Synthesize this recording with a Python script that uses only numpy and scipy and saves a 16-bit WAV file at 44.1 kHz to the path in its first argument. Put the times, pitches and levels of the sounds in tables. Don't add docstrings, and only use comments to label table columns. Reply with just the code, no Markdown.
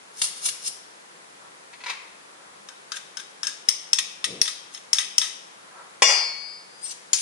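import sys
import numpy as np
from scipy import signal
from scipy.fft import rfft, irfft
from scipy.io import wavfile
from scipy.ndimage import uniform_filter1d

SR = 44100
rng = np.random.default_rng(int(sys.argv[2]) if len(sys.argv) > 2 else 0)


def materialize(psi):
    bounded = np.clip(np.atleast_2d(psi).T, -1, 1)
    quanta = np.round(bounded * 32767).astype(np.int16)
    wavfile.write(sys.argv[1], SR, quanta)


N = 317961
TIME = np.arange(N) / SR

# frequency in Hz, seconds to fade by 60 dB.
ECHO_FADES = [(200, 0.24), (1500, 0.95), (5000, 0.59), (11000, 0.42)]
# frequency in Hz, level in dB.
HISS_SPECTRUM = [(15, -74), (25, -56), (64, -54), (87, -10.5), (118, -16), (134, -8.5), (191, -2.5),
                 (229, -7), (491, -1.5), (617, -4.5), (928, -3), (1940, -6), (2840, -10.5), (3310, -10),
                 (11000, -14), (14200, -108), (22000, -120)]
# frequency in Hz, likeness from -1 (opposite) to 1 (same).
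HISS_LIKENESS = [(60, 0.64), (140, 0.9), (340, 0.000083), (790, -0.52), (1880, -0.41), (4440, -0.15),
                 (10500, 0.078)]
# peak time in seconds, level in dB, fall in seconds, the press's ring in relative dB.
GARLIC_SQUEEZES = [(.19, -41, 0.014, -19), (.243, -27, 0.021, -22), (.375, -43, .015, -25),
                   (.461, -25.5, 0.016, -16), (0.678, -27.5, .0075, -6.5)]
# peak time in seconds, level in dB.
AIR_POPS = [(0.2173, -22), (0.4864, -25)]
# frequency in Hz, level in dB.
PULP_SPECTRUM = [(180, -58), (300, -21), (464, -18), (609, -26), (1220, -14), (1750, -21), (2510, -11),
                 (4180, -6), (4510, -4.5), (5480, -2.5), (7980, -3.5), (8870, 0), (11000, -0.5),
                 (14200, -33), (22000, -120)]
# peak time in seconds, level in dB, rise and fall time in seconds.
ARM_RUSTLES = [(1.45, -55.5, 0.058), (2.42, -58.5, 0.18), (5.78, -50, 0.087)]
# frequency in Hz, level in dB.
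RUSTLE_SPECTRUM = [(200, -1), (600, 14), (1300, 18.5), (2500, -1), (5000, -53), (11000, -57)]
# peak time in seconds, level in dB.
KNIFE_KNOCKS = [(1.733, -43.5), (1.807, -45), (1.839, -37), (1.863, -30), (1.883, -31), (1.899, -27),
                (1.933, -36.5)]
# frequency in Hz, level in dB.
BOARD_SPECTRUM = [(300, -9), (700, -19), (980, 1), (1250, -10), (1600, -4.5), (2400, 0), (3100, -8.5),
                  (3900, -5.5), (6600, -14), (7500, -20), (11000, -25)]
# start in seconds, level in dB, drag in relative dB, ping pitch in Hz.
BLADE_CLICKS = [(2.687, -38.5, -14, 5300), (2.9186, -29.5, -12.5, 4780), (3.1701, -32, -7.5, 5310),
                (3.4311, -28, -4.5, 5390), (3.469, -23, -7.5, 5435), (3.687, -9, -19, 5450),
                (3.9314, -8, -23.5, 5410), (4.4147, -8, -25, 5540), (4.7466, -34.5, -13, 5340),
                (4.9306, -10.5, -14.5, 5460), (5.1811, -8, -19.5, 5520), (7.1316, -16, -4, 6950)]
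# start in seconds, level in dB, the drag's fall in seconds.
BODY_CLACKS = [(2.968, -33, 0.0086), (3.198, -37.5, 0.015), (3.9861, -18.5, 0.01), (4.2419, -19, 0.011),
               (4.4553, -29, 0.011), (4.4779, -26, 0.02), (4.7744, -43, .008), (4.9844, -20.5, 0.032),
               (5.215, -23.5, 0.042)]
# frequency in Hz, width in Hz, level in dB.
PRESS_RESONANCES = [(1275, 92, -30), (2540, 550, -22), (3245, 150, -20.5), (3695, 360, -12),
                    (4680, 140, -27), (5290, 970, -4.5), (6190, 200, -11.5), (7260, 1800, -20.5),
                    (8300, 580, -8), (10300, 340, -24)]
# time in seconds, pitch
# in Hz, level in dB.
HOLLOW_NOTE = [(3.2, 1566, -12.5), (3.47, 1640, -15), (3.69, 1880, -22.5), (5.2, 2004, -21)]
# peak time in seconds, level in dB, rise in seconds, fall in seconds.
BLADE_SLIDES = [(2.963, -39.5, .012, 0.0068), (4.742, -46, .012, 0.018), (6.868, -45, 0.038, .018),
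                (6.912, -38, .016, .012), (7.19, -34.5, 0.022, 0.057)]
# frequency in Hz, level in dB.
SLIDE_SPECTRUM = [(590, -59), (1000, -50), (1420, -44), (1770, -17), (2160, -16), (2440, -9.5), (3530, -10),
                  (6000, -4.5), (11000, -8.5), (14200, -41), (22000, -120)]
# time in seconds, level in dB.
RUMBLE_LEVELS = [(4.26, -56), (4.282, -47), (4.306, -41), (4.416, -46.5), (4.43, -48)]
# frequency in Hz, level in dB.
RUMBLE_SPECTRUM = [(40, -35), (90, -7), (140, 7.5), (260, 2.5), (500, 6), (700, -9), (1200, -49),
                   (4000, -68)]
# frequency in Hz, level in dB.
BOWL_SPECTRUM = [(170, -20), (300, -19.5), (470, -7.5), (800, -2.5), (1600, -10), (2300, 0), (3100, -9.5),
                 (3550, -5), (3800, -22), (4200, -19), (4900, -4.5), (6200, -6.5), (6900, -9.5),
                 (11000, -19.5)]
# pitch in Hz, level in dB, seconds to fade by 60 dB, gap to twin in Hz.
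STEEL_TONES = [(1925, -29, .4, 14), (2130, -29, .45, 8), (2182, -26, .55, 9), (2248, -25, 1.0, 1.2),
               (2452, -28, .62, 6), (2828, -21, .5, 19), (3451, -24.5, .58, 16), (3550, -29, .5, 9),
               (4422, -18.5, 1.05, 1.3), (4747, -27, .8, 4), (4896, -17, 1.2, 3.15), (5053, -20, .52, 7),
               (5322, -23, .85, 2.5), (5724, -15, .43, 9), (6086, -20, .56, 4), (6446, -31, .4, 9),
               (6806, -36, .6, 6), (7168, -35, .45, 8), (7533, -26.5, .42, 5), (7831, -39, .55, 7),
               (9272, -40, .45, 10)]
# peak time in seconds, pitch in Hz, level in dB,
# half length in seconds, glide in Hz per second.
SQUEAK_CHIRPS = [(6.846, 8620, -32, .011, -1500), (6.84, 5090, -45, 0.013, 9001),
                 (6.858, 4300, -52, 0.013, -3000), (6.877, 9050, -41, .008, 8001),
                 (6.88, 5630, -46, 0.024, 5000.5), (6.891, 7800, -39, .009, -18000),
                 (6.906, 4650, -46, .011, -10000), (6.918, 5950, -46, 0.013, 1998.5)]


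def from_db(db):
    return 10 ** (np.asarray(db) / 20)


def rms_one(x):
    return x / np.sqrt(np.mean(x ** 2) + 1e-20)


def at_hz(points, hz):
    f, value = np.transpose(points)
    return np.interp(np.log(np.maximum(hz, 1)), np.log(f), value)


def colour(x, spectrum, top_hz=11600):
    hz = np.arange(N // 2 + 1) * SR / N
    ends = np.minimum(hz / spectrum[0][0], 1) ** 2 * (hz < top_hz)
    return rms_one(irfft(rfft(x) * from_db(at_hz(spectrum, hz)) * ends, N))


def resonate(x, hz, width):
    r = np.exp(-np.pi * width / SR)
    return rms_one(signal.lfilter([1, 0, -1], [1, -2 * r * np.cos(2 * np.pi * hz / SR), r * r], x))


def cut_bass(x, hz, order=3):
    return signal.sosfilt(signal.butter(order, hz, "high", fs=SR, output="sos"), x)


def grains(per_s, spread_db, size=N):
    sizes = from_db(spread_db * np.minimum(rng.exponential(1, size), 4))
    return rms_one(sizes * rng.choice([-1, 1], size) * (rng.random(size) < per_s / SR))


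def swells(rows):
    power = np.zeros(N)
    for s, db, rise, fall in rows:
        fade = np.maximum((s - TIME) / rise, (TIME - s) / fall)
        power += from_db(db) ** 2 * np.exp(-2 * np.minimum(fade, 20))
    return np.sqrt(power)


def strokes(rows, spectrum, per_s, spread_db):
    sound = swells(rows) * colour(grains(per_s, spread_db), spectrum)
    return cut_bass(sound, 1.5 * spectrum[0][0])


def place(x, left_db):
    return np.array([np.roll(x, 2) * from_db(left_db / 2), x * from_db(-left_db / 2)])


def kitchen(x, left_db, early_db, tail_db, early_s, lean=0.75):
    t = np.arange(SR) / SR
    edges = np.geomspace(100, 12800, 8)
    tail = 0
    for low, high in zip(edges, edges[1:]):
        band_filter = signal.butter(2, [low, high], "band", fs=SR, output="sos")
        band = signal.sosfilt(band_filter, rng.standard_normal((2, SR)))
        tail = tail + band * from_db(-60 * t / at_hz(ECHO_FADES, np.sqrt(low * high)))
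    tail = from_db(tail_db) * rms_one(tail * (t > .008))
    early = rng.standard_normal((2, SR)) * (rng.random((2, SR)) < .1) * np.exp(-t / early_s)
    early = from_db(early_db) * rms_one(early * (t > .002))
    echoes = signal.fftconvolve(x[None], (early + tail) / np.sqrt(SR), axes=1)[:, :N]
    return place(x, left_db) + echoes * from_db(np.array([[1], [-1]]) * lean * left_db / 2)


def background():
    hz = np.arange(N // 2 + 1) * SR / N
    alike = np.clip(at_hz(HISS_LIKENESS, hz), -.99, .99)
    mid, side = (rfft(colour(rng.standard_normal(N), HISS_SPECTRUM)) for _ in range(2))
    side = side * np.sqrt((1 - alike) / (1 + alike))
    return from_db(-52) * irfft([mid + side, mid - side], N) * from_db([[0.92], [-0.92]])


def pulp(rise_s=0.02, pop_rise_s=0.0013, pop_fall_s=0.0059):
    crackle = grains(per_s=5000, spread_db=4.0)
    flow = swells([(s, db, rise_s, fall) for s, db, fall, _ in GARLIC_SQUEEZES])
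    ringing = swells([(s, db + ring_db, rise_s, fall) for s, db, fall, ring_db in GARLIC_SQUEEZES])
    pops = swells([(s, db, pop_rise_s, pop_fall_s) for s, db in AIR_POPS])
    ring = ringing * resonate(crackle, hz=5340, width=410)
    knock = pops * from_db(-8) * resonate(crackle, hz=3470, width=2700)
    return np.hypot(flow, pops) * colour(crackle, PULP_SPECTRUM) + ring + knock


def arm_rustle():
    moves = [(s, db, length, length) for s, db, length in ARM_RUSTLES]
    return strokes(moves, RUSTLE_SPECTRUM, per_s=4000, spread_db=3.5)


def board_knocks(rise_s=0.002, fall_s=0.01):
    knocks = [(s, db, rise_s, fall_s) for s, db in KNIFE_KNOCKS]
    return strokes(knocks, BOARD_SPECTRUM, per_s=3500, spread_db=4.0)


def blade_contacts(mid_blade_hz=5435, firm_db=-10):
    rows = []
    for s, db, drag_db, ping_hz in BLADE_CLICKS:
        body_db = -4 + 0.45 * (firm_db - db) - 0.0092 * (ping_hz - mid_blade_hz)
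        top_db, fall, ping_db = -6, 0.025, -2
        rows.append((s, db, body_db, top_db, drag_db, fall, ping_hz, ping_db))
    body_db, top_db, drag_db, ping_hz, ping_db = 8, -3.5, -6.5, 3580, -7
    for s, db, fall in BODY_CLACKS:
        rows.append((s, db, body_db, top_db, drag_db, fall, ping_hz, ping_db))
    return rows


def blade_catches(snap_s=0.0012, crack_db=-17, ping_width_hz=300, shift=0.0064, size=8192):
    clacks, pings = np.zeros((2, N + size))
    t = np.arange(size) / SR
    snap = t / snap_s * np.exp(1 - t / snap_s) * np.exp(-(t / (2 * snap_s)) ** 2)
    ping_shape = signal.lfilter([1], [1, -np.exp(-np.pi * ping_width_hz / SR)], snap)
    hollow_s, hollow_hz, hollow_db = np.transpose(HOLLOW_NOTE)
    for s, db, body_db, top_db, drag_db, fall, ping_hz, ping_db in blade_contacts():
        force = snap + from_db(drag_db) * np.exp(-t / fall)
        contact = force * grains(per_s=12000, spread_db=0.66, size=size)
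        clack = from_db(crack_db) * rms_one(contact)
        hollow = resonate(contact, np.interp(s, hollow_s, hollow_hz), width=100)
        hollow *= from_db(np.interp(s, hollow_s, hollow_db) + body_db)
        for hz, width, tone_db in PRESS_RESONANCES:
            shifted_hz = hz * (1 + shift * rng.uniform(-1.2, 1))
            contact_db = at_hz([(3700, body_db), (5000, 0), (6300, 0), (8500, top_db)], hz)
            clack += from_db(tone_db + contact_db) * resonate(contact, shifted_hz, width)
        ping = from_db(ping_db) * rms_one(ping_shape * np.sin(2 * np.pi * ping_hz * t))
        start = int(s * SR)
        strength = from_db(db) * np.sqrt(np.mean(force ** 2))
        clacks[start:start + size] += strength * clack
        pings[start:start + size] += strength * (hollow + ping)
    return cut_bass([clacks[:N], pings[:N]], hz=900)


def blade_slides():
    return strokes(BLADE_SLIDES, SLIDE_SPECTRUM, per_s=7000, spread_db=2.5)


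def rumble():
    level_db = np.interp(TIME, *np.transpose(RUMBLE_LEVELS), left=-np.inf, right=-np.inf)
    return from_db(level_db) * colour(rng.standard_normal(N), RUMBLE_SPECTRUM)


def bowl_clatter(strike_s, rise_s=0.00056):
    blow = (strike_s, -10.5, rise_s, .012)
    rattle = (strike_s + 0.071, -23, 0.023, 0.062)
    clatter = strokes([blow, rattle], BOWL_SPECTRUM, per_s=13000, spread_db=2.0)
    return clatter * (TIME > strike_s - 2 * rise_s)


def steel_ring(strike_s, left_db=1.5, right_db=-4.5, contact_s=0.0017):
    start = int(strike_s * SR)
    t, out = TIME[:N - start], np.zeros((2, N))
    for hz, db, fade_s, gap_hz in STEEL_TONES:
        phase = 2 * np.pi * (hz * t + rng.random())
        twin = phase + 2 * np.pi * gap_hz * t
        fade = from_db(db - 60 * t / fade_s) * (1 - np.exp(-t / contact_s))
        out[0, start:] += from_db(left_db) * fade * (np.sin(phase) - np.sin(twin))
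        out[1, start:] += from_db(right_db) * fade * (np.sin(phase) + 0.76 * np.cos(twin))
    return out


def squeak(waver_hz=110, rough=0.31):
    out = np.zeros(N)
    for s, hz, db, length, glide in SQUEAK_CHIRPS:
        waver, grip = (rms_one(uniform_filter1d(rng.standard_normal(N), size=90)) for _ in range(2))
        pitch = hz + glide * (TIME - s) + waver_hz * waver
        swell = from_db(db) * np.exp(-np.minimum(((TIME - s) / length) ** 2 / 2, 20))
        out += swell * rms_one((1 + rough * grip) * np.sin(2 * np.pi * np.cumsum(pitch) / SR))
    return out


def scene(strike_s=6.021):
    slides = blade_slides()
    handling = board_knocks() + bowl_clatter(strike_s) + arm_rustle()
    low = place(rumble(), left_db=4.0)
    ring = steel_ring(strike_s)
    clacks, pings = blade_catches()
    press = kitchen(clacks, left_db=6.5, early_db=-0.5, tail_db=-6.5, early_s=0.0043)
    blade = kitchen(from_db(2.5) * pings + squeak(), left_db=11, early_db=-7, tail_db=-16, early_s=0.032)
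    squeezing = kitchen(pulp() + slides, left_db=6.5, early_db=6, tail_db=-4.0, early_s=0.0048)
    faint_ring = from_db(-24) * ring.mean(axis=0)
    counter = kitchen(handling + faint_ring, left_db=5.0, early_db=1, tail_db=-6.0, early_s=0.0075)
    return press + blade + squeezing + counter + ring + low + background()


def record(dry, mic_top_hz=11100, cutoff_hz=16300):
    narrow = signal.sosfilt(signal.ellip(14, .2, 80, mic_top_hz, fs=SR, output="sos"), dry)
    thin = cut_bass(np.clip(narrow, -1, 1), hz=70, order=1)
    return signal.sosfilt(signal.ellip(10, .2, 80, cutoff_hz, fs=SR, output="sos"), thin)


dry = scene()
out = record(dry)
materialize(out)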